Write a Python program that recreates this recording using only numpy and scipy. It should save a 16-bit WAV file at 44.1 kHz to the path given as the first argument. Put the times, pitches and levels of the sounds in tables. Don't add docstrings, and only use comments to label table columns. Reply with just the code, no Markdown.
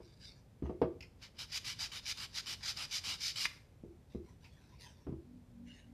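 import sys
import numpy as np
from scipy import signal
from scipy.fft import rfft, irfft, next_fast_len
from scipy.io import wavfile
from scipy.ndimage import map_coordinates

SR = 44100
rng = np.random.default_rng(int(sys.argv[2]) if len(sys.argv) > 2 else 0)


def bounce(signal):
    frames = np.transpose(np.atleast_2d(signal))
    limited = np.clip(frames, -1, 1)
    pcm = np.round(limited * 32767).astype(np.int16)
    wavfile.write(sys.argv[1], SR, pcm)


N = 261495
TIME = np.arange(N) / SR

# start in seconds, length in seconds,
# place of top speed from 0 to 1, gain in dB, wood under the rasp in dB.
STROKES = [(1.214, 0.084, 0.31, -59, 10.5), (1.383, 0.08, 0.4, -50.5, 5.5), (1.516, 0.078, 0.69, -42.5, 4),
           (1.644, .11, 0.45, -46.5, 3), (1.787, 0.1, 0.41, -44, 5), (1.915, .093, .55, -49, 6.5),
           (2.052, 0.084, 0.62, -42.5, 4), (2.17, 0.099, 0.65, -48, 5.5), (2.341, .074, 0.6, -44, 4.5),
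           (2.459, 0.1, 0.6, -46, 5), (2.627, 0.11, 0.59, -42.5, 7.5), (2.758, .11, 0.59, -46, 7),
           (2.909, 0.094, 0.57, -41, 2), (3.036, 0.14, 0.47, -43.5, 5.5), (3.202, 0.13, 0.54, -40.5, -3),
           (3.356, 0.12, 0.71, -40.5, 1)]
# frequency in Hz, relative level in dB per Hz.
PUSH_TONE = [(350, -54), (600, -29.5), (905, -20.5), (1120, -20.5), (1350, -17), (1950, -10), (2320, -10),
             (3370, -7.5), (3790, -0.5), (4160, -5), (4880, -1), (7080, -14), (7660, -19), (12700, -25),
             (14300, -33)]
# frequency in Hz, relative level in dB per Hz.
PULL_TONE = [(350, -19.5), (600, -24.5), (1090, -11), (1180, -13), (1930, -9), (2290, -6.5), (2620, -7),
             (2910, 0), (3500, -4), (3790, 0.5), (4220, -1.5), (4950, 1), (6890, -12), (12900, -21),
             (14300, -28)]
# frequency in Hz, width in Hz, lift in dB.
WALL_RESONANCES = [(1227, 45, 1), (2326, 320, 6), (3000, 220, 3.5), (3680, 180, -1.5), (4330, 260, -1.5),
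                   (4840, 130, 3.5)]
# start in seconds, gain in dB, t60 in seconds, wood body in dB.
SNAPS = [(1.0064, -45, 0.044, -19), (1.023, -51.5, 0.14, -19), (1.643, -43, 0.044, -20),
         (3.4527, -29, 0.039, 0.5), (3.574, -59, 0.033, -12), (4.4423, -59, 0.18, -9)]
# frequency in Hz, relative level in dB per Hz.
SNAP_TONE = [(600, -23), (1700, -12), (2500, 5), (3100, -8), (3800, -19), (4500, -7), (5200, -0.5),
             (5900, -20), (6600, -15.5), (8000, -28.5), (14000, -30)]
# frequency in Hz, relative level in dB per Hz.
HOLLOW_TONE = [(400, -19.5), (700, -14), (1050, -2.5), (1400, -3.5), (1850, 2), (2500, 1), (3200, -3.5),
               (5000, -26)]
# start in seconds, gain of the piece in dB,
# contact bandwidth in Hz, gain of the bench in dB.
KNOCKS = [(.002, -59, 745, -58.5), (.6225, -44.5, 466, -46), (0.636, -44, 270, -52),
          (0.656, -59, 800, -47.5), (0.673, -68, 600, -59), (0.6954, -40.5, 660, -46.5),
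          (.816, -29, 860, -30.5), (0.8272, -35, 640, -41), (3.8366, -47, 414, -78),
          (4.148, -40, 367, -52.5), (5.067, -43.5, 473, -45), (5.092, -47, 343, -50.5),
          (5.1237, -45, 357, -50.5)]
# frequency in Hz, relative level in dB, t60 in seconds.
WOOD_MODES = [(169.5, -5, .15), (219, 5.5, 0.02), (265, -0.5, 0.1), (329.3, -1, 0.12), (360.9, -6.5, 0.32),
              (407.2, -4, 0.25), (472, 1, 0.084), (529, -10.5, 0.27), (640, -2.5, 0.15), (720, -6, 0.15),
              (790, -12, 0.15), (888, 2, 0.048), (1015, -17.5, 0.059), (1160, -17, 0.32)]
# frequency in Hz, relative level in dB, t60 in seconds.
BENCH_MODES = [(72.6, 8.5, 0.24), (94.4, -26, .14), (134, 11, 0.092)]
# frequency in Hz, relative level in dB per Hz.
CRUNCH_TONE = [(420, 13), (820, 14), (1120, 13.5), (1380, 4.5), (2050, -2.5), (2950, -5.5), (3750, -15),
               (5100, -12.5), (6400, -32), (13500, -37)]
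# start in seconds, length in seconds,
# gain in dB before the common trim, what rubs.
RUBS = [(.025, .19, -69.5, "paper"), (0.217, .065, -55, "paper"), (.3, 0.087, -71, "paper"),
        (.652, 0.014, -67.5, "slide"), (3.5, 0.061, -66.5, "paper"), (4.113, 0.028, -69.5, "palm"),
        (4.258, 0.057, -70, "palm"), (4.425, 0.049, -68, "palm"), (4.525, .28, -71.5, "palm"),
        (4.61, .03, -69.5, "palm"), (4.809, 0.062, -57.5, "palm"), (4.97, 0.055, -72.5, "palm"),
        (5.674, 0.12, -62.5, "slide")]
# frequency in Hz, relative level in dB per Hz.
PAPER_TONE = [(590, -66.5), (1000, -25), (1670, -2.5), (1920, -18), (2260, -1), (2460, -6), (2960, -9.5),
              (3330, -22), (3620, 1), (4120, -8.5), (4900, 3), (6000, -10), (6680, -18.5), (8460, -18),
              (13000, -34)]
# frequency in Hz, relative level in dB per Hz.
PALM_TONE = [(410, -45), (700, -15), (986, 0), (1210, -28), (1320, -13), (1950, -9.5), (2180, -6.5),
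             (2560, -9), (2890, -8.5), (3270, -11), (3920, -7.5), (4330, -11), (5660, -9), (6800, -19),
             (13000, -29)]
# frequency in Hz, relative level in dB per Hz.
SLIDE_TONE = [(590, -48), (1000, -23.5), (1130, -28), (1170, -38), (1570, -9), (2160, -2.5), (2290, -9),
              (2430, -22), (2860, -3), (3150, -18), (3970, -14.5), (4670, -21), (6480, -18), (7490, -29),
              (10000, -29), (13000, -52), (22000, -120)]
# middle in seconds, half width in seconds, gain in dB before the common trim.
DRONE_SWELLS = [(5.34, 0.081, -51.5), (5.64, 0.11, -50.5), (5.93, 0.07, -51)]
# frequency in Hz, relative level in dB.
DRONE_LINES = [(187, -2.5), (242, 5), (283, -4.5)]
# frequency in Hz, relative level in dB per Hz.
FLOOR_TONE = [(15, -36), (25, -2.5), (92, 0), (144, -4), (183, -9), (259, -14), (338, -20.5), (606, -23.5),
              (674, -29.5), (730, -27), (1210, -36), (2480, -38.5), (2900, -41.5), (3320, -40.5),
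              (14300, -50.5)]
# frequency in Hz, t60 in seconds.
ROOM_DECAY = [(110, 0.57), (420, 0.46), (1600, 0.39), (5100, 0.37), (12500, 0.47)]
# frequency in Hz, side against the scratch and hiss of the mid in dB.
WIDTH = [(3600, -80), (4200, -65), (5000, -49), (6000, -16), (7500, -6), (9200, -5), (10500, -6.5),
         (14000, -9.5)]

PUSH_BITE, PULL_BITE = 0.46, 0.91
USUAL_DB = -45.5
BRIGHT_DB, BRIGHT_RISE = 1.6, 0.25
FIZZ_DB, FIZZ_PER_OCTAVE_DB, USUAL_LENGTH_S = -1.3, 2.5, 0.087
USUAL_CONTACT_HZ = 469
THUD_DB, THUD_PER_OCTAVE_DB = -0.5, -10.5
CRUNCH_DB, CRUNCH_PER_OCTAVE_DB = -8.5, 5
BUMP_DB, BUMP_HZ, BUMP_RISE = 18.5, 270, 0.68
RUB_ATTACK_S, RUB_RELEASE_S, RUB_TRIM_DB = 0.014, 0.037, -1.36
DRONE_SAG_PER_S, DRONE_MIDDLE_S, DRONE_TRIM_DB = 0.07, 5.5, -3.5
RUMBLE_DB, HISS_DB = -60, -56.5
TOP_HZ = 14350


def sanding(fizz_hz=7200, body_hz=1500, bright_hz=4300, near_s=0.001157, travel_s=0.00054,
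            echo=0.19, creep=0.15, grab_s=0.0027):
    out = np.zeros(N)
    t = np.arange(-0.04, 0.2, 1 / SR)
    for k, (start, length, top, db, body_db) in enumerate(STROKES):
        pulling = k % 2
        tone, bite = (PULL_TONE, PULL_BITE) if pulling else (PUSH_TONE, PUSH_BITE)
        bright_db = BRIGHT_DB + BRIGHT_RISE * (db - USUAL_DB)
        fizz_db = FIZZ_DB + FIZZ_PER_OCTAVE_DB * np.log2(USUAL_LENGTH_S / length)

        u = np.clip(t / length, 0, 1)
        warped = u * (1 - top) / (u * (1 - top) + (1 - u) * top)
        speed = np.abs(np.sin(np.pi * warped))
        grab = 1 - np.exp(-u * length / grab_s)
        work = (speed + bite * (1 - u) ** 2) * grab + creep * np.exp(-(t / 0.023) ** 2)

        fractures = grit(6000 + 14000 * speed, spread_db=1.8)
        rasp = coloured(fractures, tone)
        distance = 1 - u if pulling else u
        delay = (near_s + travel_s * distance) * SR
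        rasp = rasp + echo * map_coordinates(rasp, [np.arange(len(t)) - delay])
        rasp = filtered(rasp, lambda hz: amp(
            wall_lift(hz) + bright_db / 2 * np.tanh((hz - bright_hz) / 500)))
        rasp = cupped(rasp, depth_db=1.8)

        body = filtered(rasp, lambda hz: 1 / (1 + (hz / body_hz) ** 6))
        fizz = filtered(rasp, lambda hz: 1 - 1 / (1 + (hz / fizz_hz) ** 8))
        stroke = (rasp - body - fizz) * work ** 0.73
        stroke += amp(body_db) * body * work ** 0.46
        stroke += amp(fizz_db) * fizz * work ** 0.96
        add(out, start + t[0], amp(db) * stroke)
    return out * amp(0.55 * wobble(130))


def wall_lift(hz):
    return sum(db / (1 + (2 * (hz - centre) / width) ** 2) for centre, width, db in WALL_RESONANCES)


def snaps():
    out, t = np.zeros(N), np.arange(SR // 6) / SR
    for s, db, t60, body_db in SNAPS:
        paper, wood = rng.standard_normal((2, len(t)))
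        flick = coloured(paper, SNAP_TONE) + amp(body_db) * coloured(wood, HOLLOW_TONE)
        add(out, s, flick * amp(db - 60 * t / t60) * onset(t, 0.0008))
    return out


def knocks(bump_t60=0.023, crunch_t60=0.13):
    out, t = np.zeros(N), np.arange(SR // 2) / SR
    for s, piece_db, contact_hz, bench_db in KNOCKS:
        hardness = np.log2(contact_hz / USUAL_CONTACT_HZ)
        thud_db = THUD_DB + THUD_PER_OCTAVE_DB * hardness
        crunch_db = CRUNCH_DB + CRUNCH_PER_OCTAVE_DB * hardness
        contact = signal.butter(4, contact_hz, fs=SR)
        wood = signal.lfilter(*contact, ring(WOOD_MODES, t, scatter_db=1.5))
        bump_hz = BUMP_HZ * 2 ** (BUMP_RISE * hardness)
        bump = np.sin(2 * np.pi * bump_hz * t) * amp(BUMP_DB - 60 * t / bump_t60) * onset(t, 0.002)
        thud = amp(thud_db) * ring(BENCH_MODES, t, scatter_db=1.5) * onset(t, 0.0079)
        dust = coloured(rng.standard_normal(len(t)), CRUNCH_TONE)
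        crunch = dust * amp(crunch_db - 60 * t / crunch_t60) * onset(t, 0.0008)
        add(out, s, amp(piece_db) * (wood + bump) + amp(bench_db) * (thud + crunch))
    return out


def handling():
    out = np.zeros(N)
    for surface, tone in [("paper", PAPER_TONE), ("palm", PALM_TONE), ("slide", SLIDE_TONE)]:
        touch = np.zeros(N)
        for start, length, db, what in RUBS:
            if what == surface:
                before = np.maximum(start - TIME, 0)
                after = np.maximum(TIME - start - length, 0)
                rub = amp(db) * np.exp(-before / RUB_ATTACK_S - after / RUB_RELEASE_S)
                touch = np.maximum(touch, rub)
        fractures = grit(np.full(N, 4500), spread_db=2)
        out += touch * cupped(coloured(fractures, tone), depth_db=6.0)
    return out * amp(RUB_TRIM_DB + 0.98 * wobble(70))


def drone():
    clock = TIME - DRONE_SAG_PER_S / 2 * (TIME - DRONE_MIDDLE_S) ** 2
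    lines = np.zeros(N)
    for hz, db in DRONE_LINES:
        level = amp(db + 2.1 * wobble(6.4))
        lines += level * np.sin(2 * np.pi * hz * clock + 0.77 * wobble(15))
    swells = sum(amp(db) * np.exp(-((TIME - s) / width) ** 2) for s, width, db in DRONE_SWELLS)
    return amp(DRONE_TRIM_DB) * swells * unit(lines)


def background():
    air = coloured(rng.standard_normal(N), FLOOR_TONE)
    low = filtered(air, lambda hz: 1 / (1 + (hz / 300) ** 4))
    swell = amp(1.2 * wobble(9))
    return amp(RUMBLE_DB) * swell * unit(low) + amp(HISS_DB) * (air - low)


def workshop(x):
    hz, t, z = signal.stft(rng.standard_normal(SR // 2), SR, nperseg=256)
    decay = amp(-60 * t / along(ROOM_DECAY, hz)[:, None])
    tail = signal.istft(z * decay, SR, nperseg=256)[1]
    gap = np.zeros(round(0.005 * SR))
    return signal.fftconvolve(x, np.r_[gap, tail / np.linalg.norm(tail)])[:N]


def standing_wave(x, mode_hz=336, quality=14, delay_s=0.0435):
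    hum = signal.lfilter(*signal.iirpeak(mode_hz, quality, fs=SR), x)
    hum = signal.lfilter(*signal.iirpeak(mode_hz, quality / 2, fs=SR), hum)
    return np.r_[np.zeros(round(delay_s * SR)), hum][:N]


def amp(db):
    return 10 ** (np.asarray(db) / 20)


def unit(x):
    return x / np.sqrt(np.mean(x ** 2) + 1e-20)


def along(points, hz):
    f, v = np.transpose(points)
    return np.interp(np.log(hz + 1), np.log(f), v)


def wobble(rate):
    knots = rng.standard_normal(int(N * rate / SR) + 4)
    return map_coordinates(knots, [TIME * rate])


def filtered(x, response):
    n = x.shape[-1]
    m = next_fast_len(n + 8192)
    return irfft(rfft(x, m) * response(np.fft.rfftfreq(m, 1 / SR)), m)[..., :n]


def coloured(x, spectrum):
    return unit(filtered(x, lambda hz: amp(along(spectrum, hz))))


def add(track, s, sound):
    start = max(round(s * SR), 0)
    track[start:start + len(sound)] += sound[:N - start]


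def onset(t, rise_s):
    return 1 - np.exp(-t / rise_s)


def grit(rate, spread_db):
    n = len(rate)
    breaks = rng.random(n) < rate / SR
    return unit(breaks * rng.standard_normal(n) * amp(spread_db * rng.standard_normal(n)))


def ring(modes, t, scatter_db):
    hz, db, t60 = np.transpose(modes)[:, :, None]
    gain = amp(db + scatter_db * rng.standard_normal(hz.shape) - 60 * t / t60)
    return np.sum(gain * np.sin(2 * np.pi * (hz * t + rng.random(hz.shape))), axis=0)


def cupped(x, depth_db):
    z = signal.stft(x, nperseg=512)[2]
    field = rng.standard_normal((z.shape[0] // 3 + 2, z.shape[1] // 8 + 2))
    patches = map_coordinates(field, np.mgrid[:z.shape[0], :z.shape[1]] / [[[3]], [[8]]])
    return unit(signal.istft(z * amp(depth_db * patches), nperseg=512)[1][:len(x)])


def spread(mid, grains):
    side = filtered(grains, lambda hz: amp(along(WIDTH, hz)))
    return np.array([mid + side, mid - side])


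def hissing():
    scratch = sanding() + snaps() + handling()
    return scratch + amp(-12.5) * workshop(scratch) + background()


def scene():
    blows = knocks()
    room = amp(-13.0) * workshop(blows) + amp(1.0) * standing_wave(blows)
    mid = hissing() + blows + room + drone()
    return spread(mid, hissing())


def record(dry):
    thin = signal.lfilter(*signal.butter(3, 42, "high", fs=SR), dry)
    return filtered(thin, lambda hz: hz < TOP_HZ)


dry = scene()
out = record(dry)
bounce(out)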